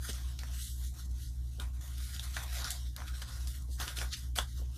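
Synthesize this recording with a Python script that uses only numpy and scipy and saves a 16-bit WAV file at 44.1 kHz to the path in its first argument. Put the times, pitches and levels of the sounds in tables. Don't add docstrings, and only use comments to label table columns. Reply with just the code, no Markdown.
import sys
import numpy as np
from scipy import signal
from scipy.fft import rfft, irfft, next_fast_len
from scipy.io import wavfile
from scipy.ndimage import uniform_filter1d

SR = 44100
rng = np.random.default_rng(int(sys.argv[2]) if len(sys.argv) > 2 else 0)


def boost(x):
    u = np.asarray(x, float) / 20
    return 10 ** u


def materialize(psi):
    bounded = np.clip(np.atleast_2d(psi).T, -1, 1)
    quanta = np.round(bounded * 32767).astype(np.int16)
    wavfile.write(sys.argv[1], SR, quanta)


N = 210435


def rms_one(x):
    return x / np.sqrt(np.mean(x ** 2) + 1e-20)


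def at_hz(points, hz):
    points = np.array(points)
    return np.interp(np.log(hz + 1), np.log(points[:, 0]), points[:, 1], left=-130, right=-130)


def coloured(x, spectrum):
    size = next_fast_len(len(x))
    gain = boost(at_hz(spectrum, np.fft.rfftfreq(size, 1 / SR)))
    return irfft(rfft(x, size) * gain, size)[:len(x)]


def drift(rate_hz):
    r = np.exp(-2 * np.pi * rate_hz / SR)
    slow = rng.standard_normal(N + SR)
    for _ in range(2):
        slow = signal.lfilter([1 - r], [1, -r], slow)
    return rms_one(slow[SR:])


def resonance(x, hz, width_hz):
    r = np.exp(-np.pi * width_hz / SR)
    poles = [1, -2 * r * np.cos(2 * np.pi * hz / SR), r * r]
    return signal.lfilter([(1 - r * r) / 2, 0, (r * r - 1) / 2], poles, x)


def blurred(field, bins, frames):
    return uniform_filter1d(uniform_filter1d(field, size=bins, axis=0), size=frames, axis=1)


def hum():
    # frequency in Hz, peak level in dB.
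    tones = [(63.01, -36.3), (59.58, -45.5), (120.045, -50.2), (119.1, -67), (240.09, -71)]
    # frequency in Hz, density in dB per Hz.
    rumble_colour = [(15, -13), (30, -11), (41, -16), (52, 8.5), (75, 1.5), (100, -5), (150, -12.5),
                     (210, -18.5), (320, -21.5), (420, -38.5), (1000, -46.5), (2500, -55), (6000, -42.5),
                     (14000, -48)]
    beat_top_s, rumble_db = 0.237, -47
    t = np.arange(N) / SR - beat_top_s
    out = boost(rumble_db) * rms_one(coloured(rng.standard_normal(N), rumble_colour))
    for hz, db in tones:
        level = boost(db + 0.2 * drift(4.5))
        out += level * np.cos(2 * np.pi * hz * t + 0.04 * drift(0.27))
    return out


def room(x):
    t60_s, gap_s = 0.15, 0.003
    t = np.arange(SR // 2) / SR
    tail = rng.standard_normal(len(t)) * boost(-60 * t / t60_s) * (t > gap_s)
    tail = signal.lfilter([0.5], [1, -0.5], tail)
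    return signal.fftconvolve(x, tail / np.sqrt(np.sum(tail ** 2)))[:N]


def thumps():
    # start in seconds, peak level in dB, 60 dB decay in seconds.
    blows = [(0.088, -40, 0.09), (1.582, -47, 0.17), (2.591, -53, 0.15), (2.646, -51.5, 0.085),
             (3.682, -50, 0.17), (3.797, -45, 0.28), (3.866, -48, 0.07), (3.974, -45, 0.23),
             (4.018, -41.5, 0.088), (4.379, -41, 0.088), (4.593, -48, 0.041), (4.614, -47, 0.16)]
    out, t = np.zeros(N + SR), np.arange(SR // 4) / SR
    board = signal.butter(2, [130, 480], "band", fs=SR, output="sos")
    onset = 1 - np.exp(-t / 0.0012)
    for s, peak_db, t60_s in blows:
        noise = rng.standard_normal(len(t))
        puff = signal.sosfilt(board, noise * boost(-60 * t / max(t60_s, 0.01)) * onset)
        at = round(s * SR)
        out[at:at + len(t)] += boost(peak_db) * puff / np.abs(puff).max()
    return out[:N]


def ticks():
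    # start in seconds, peak level in dB.
    flicks = [
        (0.39, -46),
        (1.599, -33),
        (1.811, -54),
        (2.705, -42),
        (2.964, -31),
        (3.219, -50),
        (3.473, -43),
        (3.8, -41.5),
        (4.357, -38.5),
        (4.362, -31),
    ]
    decay_s, low_cut_hz = 0.0019, 5000
    out, t = np.zeros(N + SR), np.arange(SR // 40) / SR
    bright = signal.butter(2, low_cut_hz, "high", fs=SR, output="sos")
    for s, peak_db in flicks:
        burst = signal.sosfilt(bright, rng.standard_normal(len(t)) * np.exp(-t / decay_s))
        at = round(s * SR)
        out[at:at + len(t)] += boost(peak_db) * burst / np.abs(burst).max()
    return out[:N]


def snaps():
    # start in seconds, peak level in dB, ringing in Hz, low flexing part in dB.
    creases = [(0.091, -37, 4740, -35), (0.131, -38, 5840, -30), (0.39, -38, 4540, -34),
               (0.434, -37.5, 5640, 7), (1.599, -35, 3800, -30), (1.62, -42, 3980, -3),
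               (2.163, -39, 3350, -11), (2.195, -30.5, 3500, -16), (2.367, -28.5, 3200, 12),
               (2.584, -37.5, 5160, -27), (2.644, -28.5, 5440, -12), (2.705, -26.5, 7700, -45),
               (2.716, -32.5, 7200, -23), (2.964, -36.5, 5000, -31), (3.003, -41, 3370, 4),
               (3.019, -38.5, 3880, 20), (3.176, -46, 3880, -8), (3.219, -37, 3180, -5.5),
               (3.407, -45, 5360, -3), (3.473, -35, 4900, -18), (3.8, -33, 3440, -6),
               (3.816, -30.5, 3440, -4), (3.879, -28.5, 3120, -5), (3.97, -32, 3960, -27),
               (3.987, -32, 3160, -25), (4.015, -31.5, 3400, 6), (4.127, -36, 3800, -41),
               (4.137, -31, 2960, -45), (4.361, -31, 4570, -7), (4.3865, -17.5, 3320, -3)]
    rattle_db, rattle_s = -18.5, 0.022
    out, t = np.zeros(N + SR), np.arange(SR // 6) / SR
    bright = signal.butter(2, [2800, 14000], "band", fs=SR, output="sos")
    dull = signal.butter(2, [550, 2200], "band", fs=SR, output="sos")
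    pop = (1 - np.exp(-t / 0.0002)) * np.exp(-t / 0.001)
    envelope = pop + boost(rattle_db) * np.exp(-t / rattle_s)
    for s, peak_db, hz, flex_db in creases:
        white = rng.choice([-1, 1], len(t)) * rng.uniform(0.79, 1, len(t))
        burst = white * envelope
        high = signal.sosfilt(bright, burst) + boost(8) * resonance(burst, hz, 0.16 * hz)
        high = signal.lfilter(*signal.butter(2, min(1.75 * hz, 15000), fs=SR), high)
        low = signal.sosfilt(dull, burst) + boost(3) * resonance(burst, 1450, 400)
        both = high / np.abs(high).max() + boost(flex_db) * low / np.abs(low).max()
        at = round(s * SR)
        out[at:at + len(t)] += boost(peak_db + 3) * both / np.abs(both).max()
    return out[:N]


def fibres(per_s, spread_db, clump_db):
    sizes = boost(spread_db * np.minimum(rng.exponential(1, N), 5)) * rng.choice([-1, 1], N)
    chance = rng.random(N) < per_s / SR
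    return sizes * chance * boost(clump_db * drift(34))


def bending(x, patchy_db):
    cells = signal.stft(x, nperseg=512)[2]
    patches = blurred(blurred(rng.standard_normal(cells.shape), 4, 8), 4, 8)
    return signal.istft(cells * boost(patchy_db * rms_one(patches)), nperseg=512)[1][:N]


def sheet(x):
    # frequency in Hz, width in Hz, lift in dB.
    modes = [(719, 32, 7.5), (1235, 20, 5.5), (1447, 22, 9), (1603, 14, 9), (1906, 110, 5),
             (3485, 760, 6.5), (5600, 60, 7), (10100, 90, -1)]
    return x + sum((boost(db) - 1) * resonance(x, hz, width_hz) for hz, width_hz, db in modes)


def swell(s, db, rise_s, fade_s):
    rounding = 1.223
    t = np.arange(N * 1000 // SR + 2) / 1000 - s
    away = np.maximum(-t / np.maximum(rise_s, 0.002), t / np.maximum(fade_s, 0.01))
    return db - 20 * away ** rounding


def strokes(rows, rise_s, rise_share, body_db):
    fade_stretch = (0.99, 1, 1, 1.02)
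    body_per_weight = 1.58
    s, rub_db, fade_s, weight_db, sheen_db = np.transpose(rows)[:, :, None]
    parts_db = [0, weight_db, sheen_db, body_db + body_per_weight * weight_db]
    powers = []
    for part_db, stretch in zip(parts_db, fade_stretch):
        level_db = swell(s, rub_db + part_db, rise_s + rise_share * fade_s, stretch * fade_s)
        powers.append(np.sum(boost(2 * level_db), axis=0))
    return np.array(powers)


def handling():
    # peak time in seconds,
    # rub in dB, seconds to fade 20 dB, weight in dB, sheen in dB.
    glides = [(0.052, -51, 0.07, -1.5, 4), (0.098, -41.5, 0.0353, -2, -2.5), (0.15, -53, 0.14, -4.5, 2),
              (0.28, -57, 0.23, -10.5, -2.5), (0.545, -53.5, 0.08, -8.5, -7), (0.624, -50, 0.213, -12, 2),
              (0.85, -53, 0.11, -9.5, 1.5), (1.0, -55.5, 0.08, -9.5, -3), (1.055, -59.5, 0.02, -24, 4.5),
              (1.23, -58, 0.2, -9, 1), (1.4, -74.5, 0.1, -2, -2), (1.54, -66, 0.4, -10.5, 0.5),
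              (1.877, -57, -0.02, -4, 3), (1.98, -53.5, -0.37, -2.5, 6.5), (2.071, -58, 0.23, -11, -6),
              (2.147, -48, 0.04, -8, -3.5), (2.585, -46.5, 0.23, -4.5, -3.5), (2.865, -60, .08, -18, -5),
              (3.081, -50, 0.04, -3, -8.5), (3.545, -58.5, 0.14, -6, 4), (3.735, -57.5, 0.08, -17, 2.5),
              (4.136, -40.5, 0.0355, -11, -9.5), (4.585, -58, 0.08, -13, -1), (4.77, -60, 0.14, -10, -1)]
    # start in seconds,
    # rub in dB, seconds to fade 20 dB, weight in dB, sheen in dB.
    jolts = [(0.388, -57.5, .3, -1.5, -1), (1.598, -58.5, 0.1, 6.5, 3.5), (1.735, -67.5, 0.9, -2, 1),
             (1.811, -58, 1.4, -6, -0.5), (2.197, -47, -0.01, -1.5, -4), (2.365, -46, 0.12, 0, -3),
             (2.648, -44, 0.18, -6, -8), (2.706, -46.5, 0.1152, -10, -2), (2.963, -59, 0.6, 0.5, -1),
             (3.218, -47.5, 0.0359, 1.5, -2), (3.472, -54, 0.09, -7, 3), (3.874, -50, 0.0947, 3, 1.5),
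             (0.94, -62.5, 0.21, -1.5, 2), (4.357, -47, 0.1253, -4.5, 0), (4.389, -37, -0.0057, 3.5, -14)]
    # peak time in seconds,
    # rub in dB, seconds to fade 20 dB, weight in dB, sheen in dB.
    shoves = [(1.115, -61.5, -0.44, -17, 2), (2.232, -51, .12, -1, -0.5), (2.345, -49, 0.1, -7.5, -3),
              (2.435, -52.5, 0.02, -4, 4), (2.53, -52.5, 0.21, -2.5, 0.5), (2.0, -59.5, 1.2, 0, 4.5),
              (3.145, -55.5, 0.31, -4, -2), (3.283, -55, 0.25, -5, -3), (3.33, -56, 0.2, -7.5, -1),
              (3.41, -56.5, 0.15, -7, 0), (3.625, -61, 0, -19, 2), (3.805, -44, 0.1747, -3, -2.5),
              (3.972, -45.5, .15, -3, -0.5), (4.014, -49.5, 0.0538, 5, -2), (4.17, -53.5, 0.14, -8, -1),
              (4.235, -64, 0.1, -8.5, 0), (4.381, -41.5, 0.0343, -4, 0), (4.48, -60.5, 0.26, -9, -1.5),
              (4.53, -60, 0, -11, -3), (4.66, -67, 0, -4, -4)]
    # peak time in seconds,
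    # body in dB, seconds to fade 20 dB.
    flops = [(0.11, -60, 0.42), (0.27, -82, 0.6), (0.49, -70.5, 0.6), (0.72, -76, 0.34), (0.8, -71, .12),
             (0.98, -70.5, 0.37), (1.12, -84, 0.3), (1.34, -77.5, 1), (1.615, -58.5, 0.12),
             (1.82, -66, 0.3), (2.07, -74, -0.34), (2.16, -63, 0), (2.25, -67, 0), (2.44, -55, 0.15),
             (2.6, -52.5, 0.27), (2.988, -52.5, 0.09), (3.29, -63.5, 0.4), (3.41, -70, 0.6),
             (3.7, -74, 0.9), (3.813, -41, 0.0453), (3.98, -58.5, 0.12), (4.02, -62.5, 0.32),
             (4.384, -45, 0.0465), (4.6, -72, 0.3)]
    # rub, flex, hiss and body, all in dB.
    resting_db = (-90, -86, -79, -118)
    power = strokes(glides, rise_s=0, rise_share=0.85, body_db=-23)
    power += strokes(jolts, rise_s=0.003, rise_share=0, body_db=-10.5)
    power += strokes(shoves, rise_s=0.022, rise_share=0, body_db=-10.5)
    power += boost(2 * np.array(resting_db))[:, None]
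    s, db, fade_s = np.transpose(flops)[:, :, None]
    power[3] += np.sum(boost(2 * swell(s, db, 0.38 * fade_s, fade_s)), axis=0)
    ms = np.arange(N) * 1000 / SR
    return [np.interp(ms, np.arange(len(p)), 10 * np.log10(p)) for p in power]


def slide():
    # frequency in Hz, density in dB per Hz.
    rub_colour = [(2200, -65), (2600, -9), (3400, -9.5), (4500, -5.5), (6000, -6.5), (7200, -20.5),
                  (8500, -39)]
    hiss_colour = [(6000, -12), (7200, -10), (8200, -10), (9500, -8), (11000, -9), (14000, -12.5),
                   (15200, -20)]
    flex_colour = [(850, -16.5), (1100, -26.5), (1260, -4), (1450, -4.5), (1900, -7), (2250, -7),
                   (2600, -11.5)]
    body_colour = [(330, -68), (450, -2.5), (560, 2), (740, 3), (900, 0), (1100, 7.5), (1350, -20.5)]
    rub_db, flex_db, hiss_db, body_db = handling()
    grains = fibres(per_s=7000, spread_db=0.0, clump_db=0.5)
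    catch = sheet(bending(grains, patchy_db=2.5))
    rub = boost(rub_db + 0.18 * drift(56)) * rms_one(coloured(catch, rub_colour))
    hiss = boost(hiss_db + 0.67 * drift(16)) * rms_one(coloured(catch, hiss_colour))
    flex = boost(flex_db + 0.72 * drift(27)) * rms_one(coloured(catch, flex_colour))
    body = boost(body_db + 0.57 * drift(6.7)) * rms_one(coloured(catch, body_colour))
    return rub + hiss + flex + body


def scene():
    room_db = -11.5
    hits = snaps()
    paper = slide() + hits + ticks()
    return (hum() + boost(room_db) * room(hits) + thumps() + paper)[None, :]


def thin_bands(x):
    # frequency in Hz, level in dB per cell.
    thinning_floor = [(300, -125), (450, -106), (900, -105), (2450, -106), (3500, -108), (14000, -118)]
    # frequency in Hz, dB relative to the treble at which a band is dropped.
    masking = [(380, -15), (470, -15), (950, -7.5), (1450, -7), (2050, -20), (2480, -5.5), (2800, -4)]
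    hz, _, cells = signal.stft(x, SR, nperseg=1024)
    power = blurred(np.abs(cells) ** 2, 5, 4)
    treble = power[hz > 3000].mean(axis=0)
    threshold = boost(2 * at_hz(thinning_floor, hz))[:, None] + treble * boost(2 * at_hz(masking, hz))[:, None]
    gain = np.clip(1 - threshold / (power + 1e-20), 0.02, 1)
    return signal.istft(cells * gain, SR, nperseg=1024)[1][:N]


def low_pass(x):
    return signal.sosfilt(signal.butter(12, 15530, fs=SR, output="sos"), x)


def record(dry):
    top_cut = signal.ellip(10, 0.3, 48, 14560, fs=SR, output="sos")
    mix = signal.sosfilt(top_cut, thin_bands(dry[0]))[None, :]
    return low_pass(mix)


dry = scene()
out = record(dry)
materialize(out)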